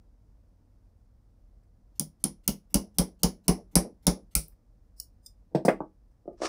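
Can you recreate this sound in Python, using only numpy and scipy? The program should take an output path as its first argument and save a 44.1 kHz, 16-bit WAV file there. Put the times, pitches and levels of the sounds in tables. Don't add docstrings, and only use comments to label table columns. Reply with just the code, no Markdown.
import sys
import numpy as np
from scipy import signal
from scipy.fft import rfft, irfft, next_fast_len
from scipy.io import wavfile
from scipy.ndimage import uniform_filter1d

SR = 44100
rng = np.random.default_rng(int(sys.argv[2]) if len(sys.argv) > 2 else 0)


def wrap_up_sound(samples):
    columns = np.atleast_2d(samples).T
    tamed = np.clip(columns, -1, 1)
    steps = np.round(tamed * 32767).astype(np.int16)
    wavfile.write(sys.argv[1], SR, steps)


def attenuation_scalar(level_db):
    decades = np.asarray(level_db, float) / 20
    return 10 ** decades


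N = 285864
SPAN = round(0.4 * SR)
T = np.arange(SPAN) / SR


def at_hz(points, hz):
    table_hz, value = np.array(points)[:, :2].T
    return np.interp(np.log(hz), np.log(table_hz), value)


def rms_one(x):
    return x / np.sqrt(np.mean(x ** 2) + 1e-20)


def peak_one(x):
    return x / (np.abs(x).max() + 1e-12)


def fade(t60_s):
    return attenuation_scalar(-60 * T / t60_s)


def rise(rise_s):
    return np.minimum(T / rise_s, 1)


def add(out, start_s, sound):
    i = round(start_s * SR)
    out[i:i + len(sound)] += sound[:N - i]


def above(x, hz):
    return signal.sosfilt(signal.butter(4, hz, "high", fs=SR, output="sos"), x)


def band(x, low_hz, high_hz):
    edges_hz = [low_hz, min(high_hz, 18000)]
    return signal.sosfilt(signal.butter(2, edges_hz, "band", fs=SR, output="sos"), x)


def ring(force, hz, t60_s):
    r, w = attenuation_scalar(-60 / (t60_s * SR)), 2 * np.pi * hz / SR
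    return signal.lfilter([0, np.sin(w)], [1, -2 * r * np.cos(w), r * r], force + 1e-18)


def resonance(x, hz, width_hz):
    r, w = np.exp(-np.pi * width_hz / SR), 2 * np.pi * hz / SR
    return signal.lfilter([(1 - r * r) / 2, 0, (r * r - 1) / 2], [1, -2 * r * np.cos(w), r * r], x)


def steep_resonance(x, hz, width_hz):
    return resonance(resonance(x, hz, width_hz), hz, width_hz)


def contact(ms, at_s=0):
    push = np.clip(1 - (2000 * (T - at_s) / ms - 1) ** 2, 0, 1) ** 2
    return push / (push.sum() + 1e-9)


def coloured(spectrum, size):
    fast = next_fast_len(size)
    hz = np.maximum(np.fft.rfftfreq(fast, 1 / SR), 5)
    spectrum_of_noise = rfft(rng.standard_normal(fast)) * attenuation_scalar(at_hz(spectrum, hz))
    return rms_one(irfft(spectrum_of_noise, fast)[:size])


def follow(law, force_db, other_db):
    return law[0] + law[1] * force_db + law[2] * other_db


def stuck_s(start_s):
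    return max(2.584 - start_s, 0)


# hz, level_db_per_hz
FLOOR_COLOUR = [(12, -32), (20, 1.5), (49, 0), (71, -13), (102, -9.5), (135, -22.5), (212, -21), (332, -28),
                (393, -37.5), (440, -30.5), (506, -31.5), (2970, -58), (15200, -63.5), (16500, -59.5)]


def rumble():
    lumps = rms_one(uniform_filter1d(rng.standard_normal(N), size=3000))
    return attenuation_scalar(-55.5 + 0.33 * lumps) * above(coloured(FLOOR_COLOUR, N), 37)


# hz, t60_s
ROOM_T60 = [(100, 0.34), (260, 0.25), (700, 0.084), (1840, 0.17), (4850, 0.16), (12800, 0.14)]


def workshop(x):
    edges_hz = 70 * 2 ** np.arange(0, 8.3, 0.5)
    white = rng.standard_normal((2, SPAN))
    answer = 0
    for k, (low_hz, high_hz) in enumerate(zip(edges_hz, edges_hz[1:])):
        t60_s = at_hz(ROOM_T60, np.sqrt(low_hz * high_hz))
        answer = answer + band(white[k % 2], low_hz, high_hz) * fade(t60_s)
    answer = answer * np.clip((T - 0.002) / 0.011, 0, 1)
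    return signal.oaconvolve(x, answer / np.sqrt(np.sum(answer ** 2)))[:N]


# start_s, level_db
SLIDE = [
    (6.373, -76),
    (6.411, -60.5),
    (6.417, -47),
    (6.46, -31.5),
    (6.48, -48),
]
# hz, level_db_per_hz
SLIDE_COLOUR = [(710, -9), (1200, 10.5), (1560, -7), (1730, 5.5), (1980, -11), (2300, -3.5), (3430, -8.5),
                (5410, -6.5), (8350, -14), (9510, -15.5), (10900, -33), (16000, -63)]


def slide():
    start_s, level_db = np.transpose(SLIDE)
    grit = attenuation_scalar(3.3 * rms_one(uniform_filter1d(rng.standard_normal(SPAN), size=60)))
    envelope_db = np.interp(N / SR - T[::-1], start_s, level_db, left=-120)
    out = np.zeros(N)
    out[-SPAN:] = attenuation_scalar(envelope_db - 1) * rms_one(coloured(SLIDE_COLOUR, SPAN) * grit)
    return out


# start_s, peak_db, kind
KNOCKS = [(1.630, -73, "creak"), (4.521, -67, "creak"), (5.5475, -10.5, "punch"), (5.554, -15, "punch"),
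          (5.649, -16, "heel"), (5.6533, -17, "heel"), (5.67, -46, "heel"), (5.6809, -6.5, "head"),
          (5.685, -11, "head"), (5.708, -28.5, "head"), (5.804, -18.5, "rock"), (6.111, -72.5, "creak"),
          (6.255, -41.5, "hand"), (6.277, -25, "hand"), (6.295, -43, "hand"), (6.31, -39.5, "hand"),
          (6.329, -72, "creak"), (6.402, -36, "hand"), (6.417, -19.5, "handle"), (6.433, -20, "handle"),
          (6.446, -22.5, "handle"), (6.461, -30, "handle")]
CONTACTS = {"creak": (-4, -8, -32, -12), "punch": (1.48, -31, -11.5, -30.5),
            "heel": (1.1, -17.5, -7.5, -30.5), "head": (1.11, -32.5, -16.5, -18),
            "rock": (0.97, -63, -19, -54), "hand": (1.87, -65, -21.5, -65),
            "handle": (1.1, -13.5, -50, -23.5)}
# mode_hz, level_db, t60_s
BENCH_TOP = [(346, -6, 0.14), (377.3, -3, 0.05), (489, -6, 0.033), (577, -2, 0.043), (689.6, -3, 0.081),
             (870, -18, 0.15), (910, -1.5, 0.026), (1220, -10.5, 0.12), (1290, -29.5, 0.19),
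             (1637, -17.5, 0.18), (1929, -32.5, .08), (2150, -33.5, .08)]
# hz, level_db_per_hz
ROD_COLOUR = [(1500, -14.5), (3500, 2.5), (6300, -9.5), (7100, -16.5), (8300, -2.5), (11300, -34.5),
              (13200, -13.5), (16000, -25.5)]
# hz, level_db_per_hz
TICK_COLOUR = [(1760, -57), (3000, -23.5), (4220, -13.5), (4800, -4), (6530, -13), (8930, -4),
               (14500, -20.5), (15900, -2.5), (16500, -66.5)]


def knocks():
    out = np.zeros(N)
    colours = {"punch": ROD_COLOUR, "handle": SLIDE_COLOUR}
    for start_s, peak_db, kind in KNOCKS:
        contact_ms, tick_db, boom_db, crack_db = CONTACTS[kind]
        noise = rng.standard_normal(SPAN)
        push = contact(np.clip(contact_ms, 0.15, 3))
        force = push + attenuation_scalar(-28.5) * signal.lfilter(push[:150], [1], noise * fade(0.15))

        shift = 1 + 0.04 * rng.standard_normal()
        luck = rng.standard_normal(len(BENCH_TOP))
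        wood = sum(attenuation_scalar(db + 2 * z) * ring(force, hz * shift, 0.5 * t60_s)
                   for (hz, db, t60_s), z in zip(BENCH_TOP, luck))
        boom = ring(contact(1.1), 192, 0.067) - attenuation_scalar(-6.5) * ring(contact(2.5), 144.2, 0.12)
        crack = band(band(noise[::-1] * rise(0.0019) * fade(0.081), 880, 2700), 1100, 2300)
        tick = coloured(colours.get(kind, TICK_COLOUR), SPAN) * rise(0.0028) * fade(0.085)

        knock = peak_one(above(wood, 366)) + attenuation_scalar(boom_db + 4.5) * above(boom, 100)
        knock += attenuation_scalar(crack_db + 5.5) * peak_one(crack) + attenuation_scalar(tick_db - 4.5) * tick
        add(out, start_s + 0.00061, attenuation_scalar(peak_db - 1.0) * knock)
    return out


# start_s, peak_db
CLINKS = [
    (4.4827, -37.5),
    (4.9992, -21.5),
    (5.2598, -35.5),
]
# hz, width_hz, level_db
PUNCH_GRIPPED = [(7600, 500, -16.5), (9000, 420, -15), (10600, 1300, -9), (13000, 900, 3.5),
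                 (15100, 1100, -2)]
# hz, width_hz, level_db
PUNCH_AT_TIP = [(2950, 71, -23.5), (4170, 150, -13.5), (5234, 650, 5.5), (6720, 280, -1.5), (7770, 300, -3),
                (9350, 434, 6), (10700, 600, 0), (12330, 210, -6), (13800, 460, 4), (14600, 470, -13),
                (14920, 300, 3.5)]
# hz, width_hz, level_db
PUNCH_AT_MIDDLE = [(3620, 90, -14), (5030, 200, 0), (5800, 120, -12), (6460, 130, -11), (7450, 300, -5),
                   (8770, 250, -3), (9400, 350, -1), (12240, 250, -7), (12950, 220, -7), (13900, 160, -10),
                   (15100, 400, -9)]


def clinks():
    out = np.zeros(N)
    holds = (PUNCH_GRIPPED, PUNCH_AT_TIP, PUNCH_AT_MIDDLE)
    grazes_s, lead_ins_db = (0.004, 0.012, 0.03), (-50, -38, -30)
    for (start_s, peak_db), bands, graze_s, lead_in_db in zip(CLINKS, holds, grazes_s, lead_ins_db):
        after_s = np.maximum(T - 0.04, 0)
        graze = np.minimum(after_s / graze_s / 0.01, 1) * attenuation_scalar(-60 * after_s / graze_s)
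        lead_in = attenuation_scalar(lead_in_db) * rise(0.042) * (after_s == 0)
        force = rng.standard_normal(SPAN) * (graze + lead_in)
        steel = 0
        for hz, width_hz, db in bands:
            low_hz, high_hz = hz - 0.9 * width_hz, hz + 0.9 * width_hz
            steel = steel + attenuation_scalar(db) * peak_one(band(band(force, low_hz, high_hz), low_hz, high_hz))
        add(out, start_s - 0.04, attenuation_scalar(peak_db - 4.0) * peak_one(steel))
    return out


# start_s, force_db, bench_share_db, brightness_db, pin_hz
BLOWS = [
    (1.9957, -13, 2.2, -4.5, 3330),
    (2.2398, -9.5, 3, -13.5, 3130),
    (2.4777, -7, 2.4, 3.5, 2944),
    (2.7429, 0, 1, 3.5, 2900),
    (2.9846, -1.03, 2.5, -0.5, 3240),
    (3.2327, -0.7, 2, 0.5, 2880),
    (3.481, 1.5, 2, 1.5, 2890),
    (3.7543, 4, 0.5, -2.5, 2144),
    (4.0677, 2, 1.16, -3.5, 3540),
    (4.352, 0.5, -13, 4.5, 2500),
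]
CLACK_LAW = (-25, -0.6, -0.091)


def pin():
    out = np.zeros(N)
    for start_s, force_db, share_db, _, pin_hz in BLOWS:
        clack_db = follow(CLACK_LAW, force_db, share_db) - 36 * stuck_s(start_s)
        envelope = rise(0.00033) * (fade(0.046) + attenuation_scalar(-7.5) * fade(0.14))
        force = rng.standard_normal(SPAN) * envelope
        upper = peak_one(resonance(force, pin_hz, 380) + attenuation_scalar(-14.0) * band(force, 2100, 2700))
        lower = peak_one(steep_resonance(force, 1374, 200))
        add(out, start_s, attenuation_scalar(clack_db - 3.5) * (upper + attenuation_scalar(-13.5 + 2.0) * lower))
    return out


# mode_hz, level_db, t60_s
BOARDS = [(115.76, -39.5, .1), (216.1, -6.5, 0.045), (256.1, -6, 0.043), (331.1, -14, 0.14)]
# mode_hz, level_db
CLAMP = [(335, -1.5), (404, -1.5), (460, -1), (565, -0.5), (660, -7.5), (730, -8.5), (830, -14), (921, -29),
         (2100, -24)]
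SWAY_LAW, RATTLE_LAW, BOUNCE_LAW = (-19.5, 0.45, -0.03), (-25, 1.4, 1.05), (-47.5, 3.5, 0.94)


def bench():
    out = np.zeros(N)
    for blow_s, force_db, share_db, *_ in BLOWS:
        thud_s = blow_s + 0.0085
        board_db = -15 + force_db + share_db
        board_hz = np.interp(blow_s, (3.6, 2.95), (203.8, 178))
        sway_db = follow(SWAY_LAW, force_db, share_db) - 52 * stuck_s(blow_s)
        rattle_db = follow(RATTLE_LAW, force_db, share_db)
        bounce_db = follow(BOUNCE_LAW, force_db, share_db)

        force = attenuation_scalar(-9.5) * contact(3.12) - contact(3.23, 0.0085) - attenuation_scalar(-7.5) * contact(11.0, 0.022)
        boards = ring(force, board_hz, 0.1)
        for (hz, db, t60_s), z in zip(BOARDS, rng.standard_normal(len(BOARDS))):
            boards += attenuation_scalar(db + 3.7 * z) * ring(force, hz, 1.2 * t60_s)
        boards += attenuation_scalar(-4.0 - 1.5 * (board_db + 22)) * ring(force, 155, 0.21)
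        sway = ring(contact(10.5, 0.0004), 54, 0.14)

        noise = rng.standard_normal(SPAN)
        chatter = noise * (rise(0.015) * fade(0.14) + attenuation_scalar(-4.5) * fade(0.014))
        work = sum(attenuation_scalar(db) * steep_resonance(chatter, hz, 0.22 * hz) for hz, db in CLAMP)
        bounce = band(band(noise[::-1] * rise(0.012) * fade(0.18), 150, 600), 160, 750)

        thud = attenuation_scalar(board_db) * peak_one(above(boards, 180)) + attenuation_scalar(sway_db - 5.5) * peak_one(above(sway, 31))
        add(out, thud_s - 0.009, thud)
        add(out, blow_s, attenuation_scalar(rattle_db) * peak_one(above(work, 240)))
        add(out, thud_s + 0.077, attenuation_scalar(bounce_db) * peak_one(bounce))
    return out


# low_hz, high_hz
STEEL = [
    (4500, 8180),
    (8200, 11200),
    (11500, 19000),
]
# hz, width_hz, level_db, t60_s
HEAD = [(5418, 1700, -24.5, 0.18), (10530, 500, -18, 0.18)]
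SNAP_LAW, PING_LAW, TOP_RING_LAW = (-3, 0.067, 0.76), (-19, 0.13, -0.6), (-24.5, 0.45, 0.4)
LOW_RING_LAW = (-24, 0.8, 0.55)


def hammer():
    out = np.zeros(N)
    for start_s, force_db, share_db, bright_db, _ in BLOWS:
        snap_noise, punch_noise, head_noise = rng.standard_normal((3, SPAN))
        snap_db = follow(SNAP_LAW, force_db, bright_db)
        ping_db = follow(PING_LAW, force_db, bright_db)
        high_db = -19 + force_db
        rings_db = (follow(LOW_RING_LAW, force_db, share_db), high_db,
                    follow(TOP_RING_LAW, force_db, bright_db))

        snap = peak_one(above(snap_noise * rise(0.000073) * fade(0.012), 6300))
        ping = peak_one(band(head_noise * rise(0.0004) * fade(0.014), 9000, 10600))
        tail_s = 0.11 * (1 - 0.0422 * share_db)
        force = punch_noise * rise(0.00058) * (fade(0.006) + attenuation_scalar(-12) * fade(tail_s))
        rings = sum(attenuation_scalar(db + 7.0) * peak_one(band(force, *edges_hz)) for db, edges_hz in zip(rings_db, STEEL))
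        head = sum(attenuation_scalar(db) * steep_resonance(head_noise * fade(t60_s), hz, width_hz)
                   for hz, width_hz, db, t60_s in HEAD)
        blow = attenuation_scalar(snap_db - 7.0) * snap + attenuation_scalar(ping_db) * ping + rings + attenuation_scalar(high_db + 13.5) * head
        add(out, start_s, blow)
    return out


def scene():
    steel = hammer() + pin() + clinks() + slide()
    wood = bench() + knocks()
    room = workshop(attenuation_scalar(-12.5) * steel + attenuation_scalar(-12) * above(wood, 240))
    return (steel + wood + room + rumble())[None]


def smear(x, db, start_s, end_s):
    ahead_s = np.arange(2000)[::-1] / SR
    spread = rng.standard_normal(len(ahead_s)) * np.clip((start_s - ahead_s) / 0.005, 0, 1) * (ahead_s > end_s)
    return attenuation_scalar(db) * signal.oaconvolve(x, spread / np.sqrt(len(ahead_s)))[len(ahead_s) - 1:]


# hz, width_hz, level_db
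MICROPHONE = [(5260, 1600, 7), (9530, 2400, 3.5), (15700, 730, 10.5)]


def low_pass(x):
    return signal.sosfilt(signal.butter(12, 17130, fs=SR, output="sos"), x)


def record(dry):
    x = dry[0]
    for hz, width_hz, db in MICROPHONE:
        x = x + (attenuation_scalar(db) - 1) * resonance(x, hz, width_hz)
    treble = above(x, 2400)
    attack = uniform_filter1d(treble ** 2, size=200) > 6 * uniform_filter1d(treble ** 2, size=2600)
    attack = uniform_filter1d(attack * 1.0, size=60)
    treble_grain = above(treble * attack * rng.standard_normal(N), 1500)
    x = x + smear(treble_grain, -44, 0.045, 0.012) + smear(band(x, 100, 1500), -35, 0.04, 0.002)
    cutoff_hz = 16200
    low = signal.sosfiltfilt(signal.cheby2(10, 40, cutoff_hz, fs=SR, output="sos"), x)
    x = low + (x - low) * attack * attenuation_scalar(-9.5)
    x = signal.sosfilt(signal.cheby2(12, 60, cutoff_hz + 1000, fs=SR, output="sos"), x)
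    return low_pass(x[None])


dry = scene()
out = record(dry)
wrap_up_sound(out)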